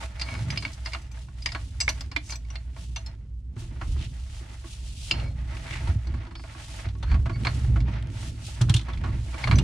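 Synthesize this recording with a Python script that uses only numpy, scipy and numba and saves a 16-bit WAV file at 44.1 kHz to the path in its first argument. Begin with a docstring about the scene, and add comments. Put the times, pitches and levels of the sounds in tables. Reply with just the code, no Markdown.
"""Inside a sink cabinet a pipe wrench is set on a steel fitting, its nut thumbed shut, then it is swung round.
Steel clicks are short noisy contacts that crack broadly and excite decaying modes of jaw, nut and pipe.
Sliding teeth and gloves scrape as grainy filtered noise, and a loose jaw chatters and keeps the steel singing.
The cabinet panels boom and hum as shaken and struck resonances, over a mains hum."""
import sys
import numpy as np
from scipy import signal
from scipy.fft import rfft, irfft, next_fast_len
from scipy.io import wavfile
from scipy.ndimage import uniform_filter1d
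from numba import njit

SR = 44100
rng = np.random.default_rng(int(sys.argv[2]) if len(sys.argv) > 2 else 0)


def pcm_store(signal):
    """Save signal as 16-bit PCM."""
    levels = np.round(np.clip(np.atleast_2d(signal), -1, 1) * 32767)
    wavfile.write(sys.argv[1], SR, levels.astype(np.int16).T)


N = 424683  # length in samples

# blows of steel on steel: start_s, level_db, spot (name), hardness_db_per_octave (about the jaw's pitch)
BLOWS = [(0.1949, -25.5, "nut", 3), (0.213, -19, "nut", 2), (0.287, -28.5, "jaw", -9),
         (0.3508, -28.5, "jaw", -8), (0.503, -21, "snap", -1.5), (0.559, -28, "jaw", 1),
         (0.5735, -19, "jaw", 8.5), (0.623, -24.5, "nut", -2), (0.6503, -18, "jaw", -1.5),
         (0.678, -33.5, "jaw", 2), (0.73, -45, "tick", 11), (0.849, -37, "tick", 3),
         (0.858, -23.5, "nut", -1), (0.869, -29.5, "jaw", -3), (0.92, -36, "jaw", 11),
         (0.932, -20.5, "nut", -1.5), (0.947, -22.5, "jaw", -5.5), (1.044, -48, "thud", 13),
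         (1.016, -49, "tick", 9), (1.114, -42.5, "tick", 5), (1.173, -52.5, "thud", -7),
         (1.284, -48, "thud", -3.5), (1.421, -39, "nut", 5.5), (1.4587, -13.5, "snap", -2),
         (1.489, -28.5, "jaw", 5), (1.518, -25.5, "nut", 0), (1.548, -25, "pipe", -2.5),
         (1.802, -20, "tick", 6), (1.8101, -21, "tick", 0.5), (1.8785, -16.5, "jaw", -7.5),
         (1.889, -13.5, "tick", 3), (2.0066, -25.5, "tick", 0.5), (2.114, -29, "nut", -3.5),
         (2.1625, -13, "jaw", 1), (2.295, -29, "tick", -3), (2.303, -32.5, "tick", 6.5),
         (2.32, -23.5, "nut", -1.5), (2.355, -33.5, "tick", 5.5), (2.448, -48, "nut", -1),
         (2.5011, -32.5, "tick", -2.5), (2.555, -23, "jaw", 1.5), (2.762, -39, "knock", 1.5),
         (2.9602, -17.5, "clack", -4.5), (3.061, -35, "slam", 5.5), (3.563, -35, "tap", 2),
         (3.812, -32.5, "knock", -6), (3.618, -43.5, "tap", 3), (3.707, -42.5, "tap", 0),
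         (3.76, -42.5, "tap", 2), (3.962, -43, "tap", -3), (3.993, -46, "tap", 0), (4.408, -41, "tap", 5),
         (4.515, -44.5, "tap", 4), (4.641, -42.5, "tap", -2), (5.11, -4.5, "clank", -1),
         (5.138, -30.5, "thud", 4.5), (5.1962, -20, "clank", -7), (5.55, -35, "thud", 15),
         (5.568, -27.5, "jaw", -4), (5.667, -33, "jaw", 0), (5.7086, -24, "jaw", -2),
         (5.7538, -32.5, "jaw", -11), (5.785, -36, "jaw", -5), (5.872, -35.5, "knock", -7),
         (6.069, -31, "knock", 9), (6.1385, -32, "knock", 5), (6.172, -44, "knock", 7),
         (6.209, -44, "knock", 1), (6.233, -39, "knock", 2), (6.2665, -36, "knock", 4),
         (6.308, -35.5, "knock", 3.5), (6.3524, -17.5, "clank", -8), (6.395, -37.5, "thud", 0),
         (6.437, -33.5, "knock", 4), (6.548, -41, "thud", -3.5), (6.854, -30.5, "knock", 4),
         (6.887, -30, "clack", -4), (6.951, -38.5, "thud", 4), (7.0265, -18, "slam", -9),
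         (7.114, -34.5, "pipe", -5.5), (7.141, -28.5, "knock", -1), (7.256, -29.5, "knock", -2.5),
         (7.2945, -27, "knock", 1), (7.191, -42, "knock", 2), (7.357, -40, "pipe", -4),
         (7.449, -18, "pipe", 0), (7.4685, -17, "pipe", 3.5), (7.643, -33, "thud", 1),
         (7.7583, -33, "knock", -5), (7.8024, -30, "nut", 0), (7.88, -35.5, "knock", -1.5),
         (7.921, -45, "tick", 3), (7.954, -33.5, "knock", 3.5), (8.6076, -27.5, "knock", -2.5),
         (8.6127, -17, "slam", 5.5), (8.686, -34, "tick", -13), (8.6944, -8.5, "slam", 0),
         (8.74, -8.5, "slam", 2), (8.762, -14, "slam", 2), (8.793, -24, "clack", -4),
         (8.811, -28, "slam", 0), (8.883, -28, "knock", 1), (8.933, -27, "clack", -7),
         (8.973, -35, "jaw", 3), (9.037, -26.5, "knock", -0.5), (9.058, -38, "knock", -2),
         (9.086, -32, "knock", 4), (9.341, -28.5, "knock", 3.5), (9.428, -40, "nut", 4),
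         (9.439, -21, "pipe", 4.5), (9.473, -20.5, "pipe", -3.5), (9.5116, -15.5, "pipe", 0),
         (9.528, -29, "jaw", -13), (9.5548, -35, "nut", 6), (9.5834, -10.5, "slam", -2)]
# nominal wrench and pipe modes in six families (clack, knock, jaw, pipe, nut, tick): pitch_hz, level_db, t60_s
STEEL_MODES = [
    [(2820, 9.5, 0.024), (2994, -6, 0.047), (3590, -4.5, 0.044)],
    [(300, -4, 0.1), (667, 2, 0.089), (971, -1, 0.034), (1114, 0, 0.055), (1480, -10.5, 0.03)],
    [(1873, -17.5, 0.099), (2231, 1, 0.032), (2315, -1, 0.042)],
    [(4240, -8, 0.084), (4480, -3, 0.026)],
    [(4920, -1, 0.035), (4940, -3, 0.039), (5040, -6, 0.033), (5270, -11, 0.04)],
    [(5870, -14.5, 0.04), (6060, 6.5, 0.051), (6820, -16, 0.061), (7620, 1.5, 0.038), (12800, -5, 0.045)],
]
# contact of each family: centre_hz, width_hz, crack_db, ring_db, contact_ms (before stretch), left_minus_right_db
FAMILY_CONTACTS = [(3320, 1100, -13, -19.5, 6.8, 0.5), (1065, 910, 1.5, -6, 12.1, 0),
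                   (2320, 670, 3, 0.5, 1.67, 0), (4240, 330, -2, 4, 6.5, 2), (5200, 1500, -1, 1.5, 3.1, 3),
                   (7000, 4800, -5, -7.5, 5.15, 3.5)]
# where steel meets steel sets the mix of families: by spot, clack_db, knock_db, jaw_db, pipe_db, nut_db, tick_db
SPOT_MIX = {"jaw": (0, -20, -3, -20, -22, -38), "nut": (-1, -17.5, -8, -17, -9.5, -24.5),
            "tick": (0.5, -17, -10, -20, -13.5, -9.5), "knock": (-13, -3.5, -13, -23, -30.5, -30.5),
            "clack": (2.5, -27, -15.5, -23.5, -16.5, -19.5), "pipe": (-1.5, -5, -1.5, -11.5, -24.5, -57),
            "clank": (2, -29.5, -22, -17, -21, -53), "snap": (-2, -26, -6, -24, -7.5, -24),
            "thud": (-5, -1.5, -15, -32, -35, -33), "tap": (-24, -5.5, -15, -35, -40, -40),
            "slam": (2, -24, -11, -20, -13, -9)}
# how each spot takes a blow: bite_ms (teeth biting in), pipe_run_db, ring_db, contact_stretch (factor)
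SPOT_CONTACTS = {"jaw": (1.5, -11, 0, 1.0), "nut": (2.5, -10, 1.5, 1.5), "tick": (2, -15.5, -0.5, 1.0),
                 "knock": (2.1, 14.7, 2.8, 1.12), "clack": (0.5, -22, -1, 1.5),
                 "pipe": (1.1, -2, -1.7, 0.98), "clank": (2.3, -13, -1, 0.7), "snap": (0.5, -16.5, 1, 1.5),
                 "thud": (1.1, 14.5, 1.1, 0.48), "tap": (1.8, 22.3, 3, 0.81), "slam": (3, -7, -6.5, 1)}
# steel rings freely while the jaw hangs loose and is damped when it bites: time_s, ring_db
JAW_LOOSENESS = [(0, -2), (3.1, 0), (3.6, -15.5), (5.0, 0), (5.45, -6.5), (6.4, -6), (7.0, -4),
                 (8.8, -15.5), (9.4, -3.5), (9.63, -1.5)]
# no two blows land alike: level of each mode (dB), spread of its pitch (share) and of its ring time (log)
MODE_SCATTER_DB, MODE_DRIFT, RING_SCATTER = 3.5, 0.015, 0.18

# single clear tones, short or long, that sound with some of the blows: start_s, near_hz, level_db, t60_s
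PINGS = [(0.508, 6060, -40, 0.14), (0.505, 4905, -24, 0.033), (0.575, 4905, -27, .06),
         (1.461, 5090, -22, .035), (1.804, 6060, -31, .2), (1.809, 4972, -13, 0.033),
         (2.962, 6060, -30.5, 0.072), (3.062, 5290, -35, 0.047), (3.062, 4210, -37.5, 0.062),
         (5.111, 4905, -14, 0.037), (5.111, 3105, -5.5, 0.011), (5.114, 4210, -22, .04),
         (5.113, 6750, -37, 0.06), (5.13, 4210, -47.5, .7), (6.355, 5046, -48.5, 0.39),
         (6.354, 4450, -50, .3), (7.03, 3620, -37, .04), (7.033, 4210, -48, .09), (1.552, 4210, -44, .09),
         (8.74, 2840, -18.5, 0.028), (8.766, 3620, -19.5, 0.035), (9.556, 6060, -29, 0.076)]

# spectrum of the teeth's grind: pitch_hz, relative_density_db
GRIND_COLOUR = [(240, -29.5), (450, -11), (904, 3), (1010, -11), (1210, 1.5), (1540, -1.5), (2000, 0),
                (6000, -20), (7800, -42.5), (13200, -120)]
# spectrum of the gloves' hiss: pitch_hz, relative_density_db
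HISS_COLOUR = [(1470, -35), (2500, -7.5), (2840, -4.5), (4590, -7), (7580, -10), (9780, -13),
               (11400, -10.5), (15000, -24.5)]
# slides of thumb, glove and teeth: strongest_s, swell_s, fade_s, grind_db, hiss_db
SLIDES = [(.02, 0.2, 0.047, -42, -45.5), (.4, 0.32, 0.64, -47, -49), (.8, 0.23, 0.26, -82, -57.5),
          (1.15, 0.049, 0.24, -73, -59), (1.52, 0.17, 0.38, -56.5, -53.5), (1.95, 0.14, 0.13, -52, -54),
          (2.3, 0.17, 0.16, -58.5, -57), (2.55, 0.11, 0.22, -57, -60), (2.8, 0.051, 0.19, -59.5, -54),
          (3.02, 0.064, 0.21, -57.5, -66), (3.6, 0.029, 0.087, -59.5, -53), (3.95, 0.29, 0.75, -57, -55.5),
          (4.35, 0.087, 0.27, -56, -53.5), (4.85, 0.28, 0.11, -54.5, -49), (5.08, 0.15, 0.084, -56, -43),
          (5.17, 0.11, 0.16, -49, -55.5), (5.72, 0.31, 0.26, -45, -49), (6.15, 0.15, 0.12, -53.5, -62.5),
          (6.7, 0.27, 0.17, -46.5, -46.5), (7.15, 0.26, 0.53, -56.5, -62.5), (7.5, 0.12, 0.27, -43.5, -50),
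          (7.9, 0.039, 0.21, -50, -68), (8.24, 0.11, 0.091, -44.5, -45.5), (8.48, 0.13, 0.22, -48.5, -49),
          (8.72, 0.18, 0.22, -53, -59), (9.05, 0.36, 0.14, -50.5, -67), (9.45, 0.38, 0.2, -45, -50)]
STILL_GRIND_DB, STILL_HISS_DB = -75.5, -77  # hands still
# soft gritty scuffs of steel on steel: centre_s, spread_s, level_db, centre_hz
SCUFFS = [(2.298, 0.03, -44.5, 6100), (4.022, 0.028, -42, 3020), (5.222, 0.068, -48, 560),
          (5.745, 0.039, -37.5, 2080), (7.11, 0.03, -44, 1470), (8.777, 0.016, -41.5, 3430),
          (9.083, 0.0095, -48, 1210)]

# resonances of the lowest panel: pitch_hz, width_hz, relative_level_db
LOW_PANEL = [(41.2, 15.6, -12.5), (59.8, 5.55, -7), (66.2, 9.6, -6.5)]
# resonances of the upper panels: pitch_hz, width_hz, relative_level_db
UPPER_PANELS = [(106.6, 27.4, 4.5), (146, 83, -11.5), (204.4, 16, -22), (258.3, 38, -17)]
# pulls and pushes on the handle that shake the cabinet: strongest_s, swell_s, fade_s, low_panel_db, upper_panels_db
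HEAVES = [(.2, .4, 0.37, -40, -67), (.45, 0.14, 0.18, -44, -27.5), (1.6, 0.19, 0.098, -33.5, -41),
          (1.95, 0.32, 0.24, -32, -40.5), (2.9, 0.13, 0.34, -44, -45), (3.6, 0.036, 0.59, -36, -40),
          (3.92, 0.083, 0.1, -21.5, -35.5), (4.0, 0.056, 0.12, -45, -33.5), (4.22, 0.14, 0.22, -35, -65),
          (4.95, 0.17, 0.18, -36, -71), (5.22, 0.11, 0.16, -28, -30), (5.36, 0.11, 0.5, -31.5, -39.5),
          (5.92, 0.2, 0.096, -27.5, -30.5), (6.15, 0.1, 0.085, -24.5, -33), (6.85, 0.018, 0.11, -32.5, -51),
          (7.15, 0.098, 0.084, -15.5, -29.5), (7.45, 0.48, 0.94, -30, -27), (7.75, 0.12, 0.14, -17.5, -27),
          (8.68, 0.075, 0.13, -25, -26.5), (9.12, 0.2, 0.18, -24, -29), (9.55, 0.084, 0.093, -18, -15.5)]
REST_LOW_DB, REST_UPPER_DB = -39, -44.5  # cabinet hum with the hands at rest
# jolts that knock the cabinet: start_s, level_db, pitch_hz, t60_s
THUMPS = [(0.47, -16.5, 108.8, 0.27), (3.565, -24.5, 110, 0.15), (5.891, -7, 81.5, 0.14),
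          (5.957, -7.5, 104.4, 0.1), (6.866, -17, 98, 0.19), (7.138, -13.5, 71.8, 0.35),
          (7.681, -10.5, 120, 0.2), (7.716, -15, 116.8, 0.48), (8.611, -7, 119, 0.29),
          (8.7, -1, 118, 0.089), (8.747, -5, 113, 0.12), (9.497, -18, 74, 0.13)]

# bursts of loose-jaw chatter: strongest_s, swell_s, fade_s, then level_db of each of the four singing tones
CHATTER = [(.3, .1, 0.14, -49, -56, -68, -56), (5.14, 0.022, 0.065, -54, -64, -62, -58),
           (5.265, 0.045, 0.032, -47.5, -55, -68, -59), (7.07, .03, 0.074, -68, -57, -72, -75),
           (7.13, 0.041, 0.034, -58, -59, -59, -68), (7.34, 0.03, .04, -54, -66, -57.5, -70),
           (9.5, 0.076, .07, -52, -50, -64, -66)]
# jaw, pipe, upper pipe and nut tones: pitch_hz, t60_s
SINGING_TONES = [(2230, .11), (4230, 0.081), (4520, .15), (4950, .08)]
QUIET_JAW_DB = -105
POINTED = 1.87  # exponent of every gesture: 1 = peaks sharply, larger = holds

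MAINS_HZ, MAINS_DB, MAINS_WAVER_DB = 59.2, -41, 2.5  # mean pitch, mean level, spread of level
BOX_T60_S, BOX_DB = 0.15, -10  # tail of the cabinet walls
BALANCE_DB = -0.73  # added to the left and taken from the right
# microphone response: pitch_hz, gain_db
MIC_RESPONSE = [(20, -6), (40, -2), (10000, 0), (11500, -16.5), (14500, -8), (16000, -27)]
TOP_HZ = 15670  # edge of the final low-pass


def undb(db):
    """A level in decibels is twenty times the logarithm of the amplitude ratio returned."""
    return 10 ** (np.asarray(db) / 20)


def unit(x):
    """Normalise the mean power, so that the rms is 1."""
    return x / np.sqrt(np.mean(x ** 2))


def curve(table):
    """Linear interpolation of the columns of a time table, one value a sample."""
    s, *columns = np.transpose(table)
    return [np.interp(np.arange(N) / SR, s, c) for c in columns]


def band(x, hz, width_hz):
    """A second-order resonance selects a band about its centre, where the gain is 1."""
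    return signal.lfilter(*signal.iirpeak(hz, hz / width_hz, fs=SR), x)


def ring(x, hz, t60):
    """A damped oscillator decays exponentially; a unit impulse starts it at amplitude 1."""
    r = np.exp(-np.log(1000) / (t60 * SR))
    w = 2 * np.pi * hz / SR
    return signal.lfilter([0, r * np.sin(w)], [1, -2 * r * np.cos(w), r * r], x)


@njit
def ring_each(x, which, pole):
    """A damped oscillator on each of two channels keeps its motion while its pole changes from blow to blow."""
    y = np.empty_like(x)
    for c in range(2):
        z = 0j
        for i in range(x.shape[1]):
            z = z * pole[which[i]] + x[c, i] + 1e-18
            y[c, i] = z.imag
    return y


def noise(alike):
    """Sum and difference of independent noises give left and right the stated correlation."""
    c = np.clip(alike, 0, 1)
    mid, side = rng.standard_normal((2, N))
    return np.sqrt((1 + c) / 2) * mid + np.sqrt((1 - c) / 2) * side * np.array([[1], [-1]])


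def colour(x, points):
    """Spectral weighting by (Hz, dB) points joined along a logarithmic frequency axis; rms 1."""
    hz, db = np.transpose(points)
    size = next_fast_len(N)
    f = np.arange(size // 2 + 1) * SR / size + 1
    gain = undb(np.interp(np.log(f), np.log(hz), db))
    return unit(irfft(rfft(x, size) * gain, size)[..., :N])


def walk(rate):
    """Smoothed random steps: levels held for 1 / rate seconds and averaged twice; rms 1."""
    k = int(SR / rate)
    held = np.repeat(rng.standard_normal(N // k + 1), k)
    return unit(uniform_filter1d(uniform_filter1d(held, k), k)[:N])


def grit(rate, spread_db, grain_s):
    """Stick-slip friction: random slips of uneven size, each a decaying burst, over an even rub; rms 1."""
    size = undb(spread_db * np.minimum(rng.exponential(size=N), 3.5))
    slips = (rng.random(N) < rate / SR) * size
    return unit(signal.lfilter([1], [1, -np.exp(-1 / (grain_s * SR))], slips + rate / SR))


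def gestures(table, rest_db):
    """Powers of gestures add to a rest power; each is 10 dB below its peak one swell before and one fade after."""
    t = np.arange(0, N / SR, 0.002)
    power = undb(rest_db)[:, None] ** 2
    for s, swell, fade, *db in table:
        away = np.where(t < s, (s - t) / swell, (t - s) / fade)
        power = power + undb(np.array(db)[:, None] - 10 * away ** POINTED) ** 2
    return curve(np.column_stack([t, *(10 * np.log10(power))]))


def steadied(x, span_s, share):
    """Dividing by a power of the running amplitude flattens part of the slow swells of a random ring; rms 1."""
    return unit(x / uniform_filter1d(np.abs(x[0]), int(span_s * SR)) ** share)


def mains_hum():
    """A sinusoid of slowly wandering frequency and amplitude is heard as a narrow, wavering hum."""
    hz = MAINS_HZ * (1 + 0.01202 * walk(3.97))
    hum = np.sin(2 * np.pi * np.cumsum(hz) / SR)
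    return np.sqrt(2) * undb(MAINS_DB + MAINS_WAVER_DB * walk(2.986)) * hum


def cabinet():
    """Forced and free vibration: panels resonate when shaken by the hands and decay after jolts."""
    low_db, upper_db = gestures(HEAVES, [REST_LOW_DB, REST_UPPER_DB])
    low = sum(undb(db) * unit(band(band(noise(alike=1.0), hz, w), hz, 3 * w)) for hz, w, db in LOW_PANEL)
    upper = sum(undb(db) * unit(band(band(noise(alike=0.99), hz, w), hz, 2 * w)) for hz, w, db in UPPER_PANELS)
    out = undb(low_db) * steadied(low, 0.02, 0.56) + undb(upper_db) * steadied(upper, 0.072, 1.0)
    t = np.arange(SR // 2) / SR
    for s, db, hz, t60 in THUMPS:
        envelope = (1 - np.exp(-t / 0.0045)) * np.exp(-np.log(1000) * t / t60)
        thump = undb(db) * envelope * np.sin(2 * np.pi * hz * t)
        i = int(s * SR)
        out[:, i:i + len(t)] += thump[:N - i]
    return out


def pipe_run():
    """Transmitted vibration: grinding, shaking and knocks sound two bending modes of the pipe run."""
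    shake_db = gestures(HEAVES, [REST_LOW_DB, REST_UPPER_DB])[1]
    grind_db = gestures(SLIDES, [STILL_GRIND_DB, STILL_HISS_DB])[0]
    # a biting jaw (low looseness) passes more of the motion on
    jolts_db = -4 + 0.38 * shake_db + 0.47 * grind_db - 0.56 * curve(JAW_LOOSENESS)[0]
    jolts = grit(rate=36, spread_db=3.0, grain_s=0.006) * undb(jolts_db)
    knocks = np.zeros(N)
    for s, db, spot, _ in BLOWS:
        knocks[int(s * SR)] = undb(db + SPOT_CONTACTS[spot][1])
    knocks = signal.lfilter([1], [1, -np.exp(-1 / (0.0084 * SR))], knocks)
    force = (jolts + knocks) * noise(alike=0.81)
    upper_mode = band(band(force, 330.5, 27), 330, 90)
    lower_mode = band(band(force, 247, 31), 239, 69)
    return undb(6) * (upper_mode + undb(-1.0) * lower_mode)


def scrape():
    """Sliding friction: teeth grind in grains and sound the hollow pipe, and gloves hiss in uneven scuffs."""
    grind_db, hiss_db = gestures(SLIDES, [STILL_GRIND_DB, STILL_HISS_DB])
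    rub = grit(rate=280, spread_db=5.5, grain_s=0.014) * noise(alike=0.29)
    hollow = sum(undb(g) * ring(rub, f, t60) for f, g, t60 in STEEL_MODES[1])
    grind = colour(rub, GRIND_COLOUR) + undb(-7.0) * unit(hollow)
    glove = grit(rate=750, spread_db=1.0, grain_s=0.0055) * noise(alike=0.21)
    hiss = colour(glove, HISS_COLOUR) * undb([[0.7], [-0.7]])  # a little louder on the left
    catches = grit(rate=70, spread_db=5.0, grain_s=0.0018) * noise(alike=0.7)  # teeth snag on the thread
    ticks = unit(band(catches, 2100, 1800))
    teeth = undb(grind_db + 3.2 * walk(14)) * (grind + undb(-12.5) * ticks)
    return teeth + undb(hiss_db + 1.8 * walk(22)) * hiss


def blows():
    """Impact excitation: each blow is a short rough contact that cracks broadly and rings each family's modes."""
    loose = undb(curve(JAW_LOOSENESS)[0])
    t = np.arange(SR // 20) / SR
    starts = np.sort([s for s, *_ in BLOWS])
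    latest = np.searchsorted(starts, np.arange(N) / SR, side="right") - 1  # the blow under way
    # the offset keeps the expected power of a mode unchanged by the scatter
    shape_of_scatter = (len(BLOWS), len(STEEL_MODES), 6)
    favour = undb(MODE_SCATTER_DB * (rng.standard_normal(shape_of_scatter) - MODE_SCATTER_DB / 9))
    seat = rng.standard_normal((*shape_of_scatter, 2))  # each blow finds the parts seated anew
    jaw_hz = FAMILY_CONTACTS[2][0]
    out = 0
    for k, (modes, contact) in enumerate(zip(STEEL_MODES, FAMILY_CONTACTS)):
        hz, width_hz, crack_db, ring_db, ms, pan_db = contact
        push, strike = np.zeros((2, N + len(t)))
        for s, db, spot, hard in BLOWS:
            bite_ms, _, spot_ring_db, stretch = SPOT_CONTACTS[spot]
            # the teeth bite in, then let go
            shape = (1 - np.exp(-1000 * t / bite_ms)) * np.exp(-1000 * t / (ms * stretch))
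            size = undb(db + SPOT_MIX[spot][k] + hard * np.log2(hz / jaw_hz))
            at = slice(int(s * SR), int(s * SR) + len(t))
            push[at] += size * shape
            # the modes take the energy of the whole contact
            strike[at] += undb(spot_ring_db) * size * shape / np.sqrt(np.sum(shape ** 2))
        rough = noise(alike=0.62)
        crack = np.sqrt(SR / width_hz / np.pi) * band(band(push[:N] * rough, hz, width_hz), hz, 2 * width_hz)
        rings = 0
        for m, (f, g, t60) in enumerate(modes):
            mode_hz = f * (1 + MODE_DRIFT * seat[:, k, m, 0])
            mode_t60 = t60 * np.exp(RING_SCATTER * seat[:, k, m, 1])
            pole = np.exp((2j * np.pi * mode_hz - np.log(1000) / mode_t60) / SR)
            force = favour[latest, k, m] * loose * strike[:N] * rough
            rings = rings + undb(g) * ring_each(force, latest, pole)
        pan = undb([[pan_db / 2], [-pan_db / 2]])
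        out = out + (undb(crack_db) * crack + undb(ring_db) * rings) * pan
    return out


def chatter():
    """Sustained excitation: fast uneven taps of the loose jaw keep the long-ringing modes singing."""
    taps = grit(rate=400, spread_db=-1.5, grain_s=0.0019) * noise(alike=0.93)
    levels = gestures(CHATTER, [QUIET_JAW_DB] * len(SINGING_TONES))
    return sum(undb(db) * unit(ring(taps, f, t60)) for db, (f, t60) in zip(levels, SINGING_TONES))


def pings():
    """Exponential decay of a sinusoid: each tone swells in about a millisecond at the nearest steel mode's pitch."""
    modes = [m for family in STEEL_MODES for m in family]
    out = np.zeros((2, N + SR // 5))
    t = np.arange(SR // 5) / SR
    for (s, hz, db, t60), phase in zip(PINGS, rng.random((len(PINGS), 2))):
        f = min(modes, key=lambda m: abs(m[0] - hz))[0]
        lag = np.array([[0], [1.5 * (phase[1] - 0.5)]])  # phase of right against left, radians
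        envelope = undb(db - 60 * t / t60) * (1 - np.exp(-t / 0.00072))
        i = int(s * SR)
        out[:, i:i + len(t)] += envelope * np.sin(2 * np.pi * (f * t + phase[0]) + lag)
    return out[:, :N]


def scuffs():
    """Friction noise through a resonance: short swells of dense grit, each with its own colour."""
    rub = grit(rate=730, spread_db=3.5, grain_s=0.0032) * noise(alike=0.34)
    t = np.arange(N) / SR
    out = 0
    for s, spread_s, db, hz in SCUFFS:
        swell = np.exp(-0.5 * ((t - s) / spread_s) ** 2)
        out = out + undb(db) * swell * unit(band(band(rub, hz, 0.42 * hz), hz, 3.4 * hz))
    return out


def box_tail(steel):
    """Diffuse reverberation: convolution with exponentially decaying noise stands for the box walls."""
    t = np.arange(int(0.25 * SR)) / SR
    walls = rng.standard_normal((2, len(t))) * np.exp(-np.log(1000) * t / BOX_T60_S) * (t > 0.002)
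    walls /= np.sqrt(np.sum(walls ** 2, axis=1, keepdims=True))
    return undb(BOX_DB) * signal.fftconvolve(steel.mean(axis=0, keepdims=True), walls, axes=1)[:, :N]


def scene():
    """Superposition: all sources add, and the blows and pings alone excite the tail of the box."""
    hums = mains_hum() + cabinet() + pipe_run()
    rubbing = scrape() + scuffs()
    steel = blows() + pings()
    mix = hums + rubbing + steel + box_tail(steel) + chatter()
    return mix * undb([[BALANCE_DB], [-BALANCE_DB]])


def record(dry):
    """Linear filtering: the microphone weakens the deepest bass and the top octave, and a low-pass cuts the top."""
    hz, db = np.transpose(MIC_RESPONSE)
    f = np.linspace(1, SR / 2, 1025)
    response = undb(np.interp(np.log(f), np.log(hz), db))
    taps = np.roll(irfft(response), 1024)  # symmetric, so no phase shift once the delay is removed
    x = signal.fftconvolve(dry, taps[None], axes=1)[:, 1024:N + 1024]
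    return signal.sosfilt(signal.ellip(8, 0.2, 70, TOP_HZ, fs=SR, output="sos"), x)


dry = scene()
out = record(dry)
pcm_store(out)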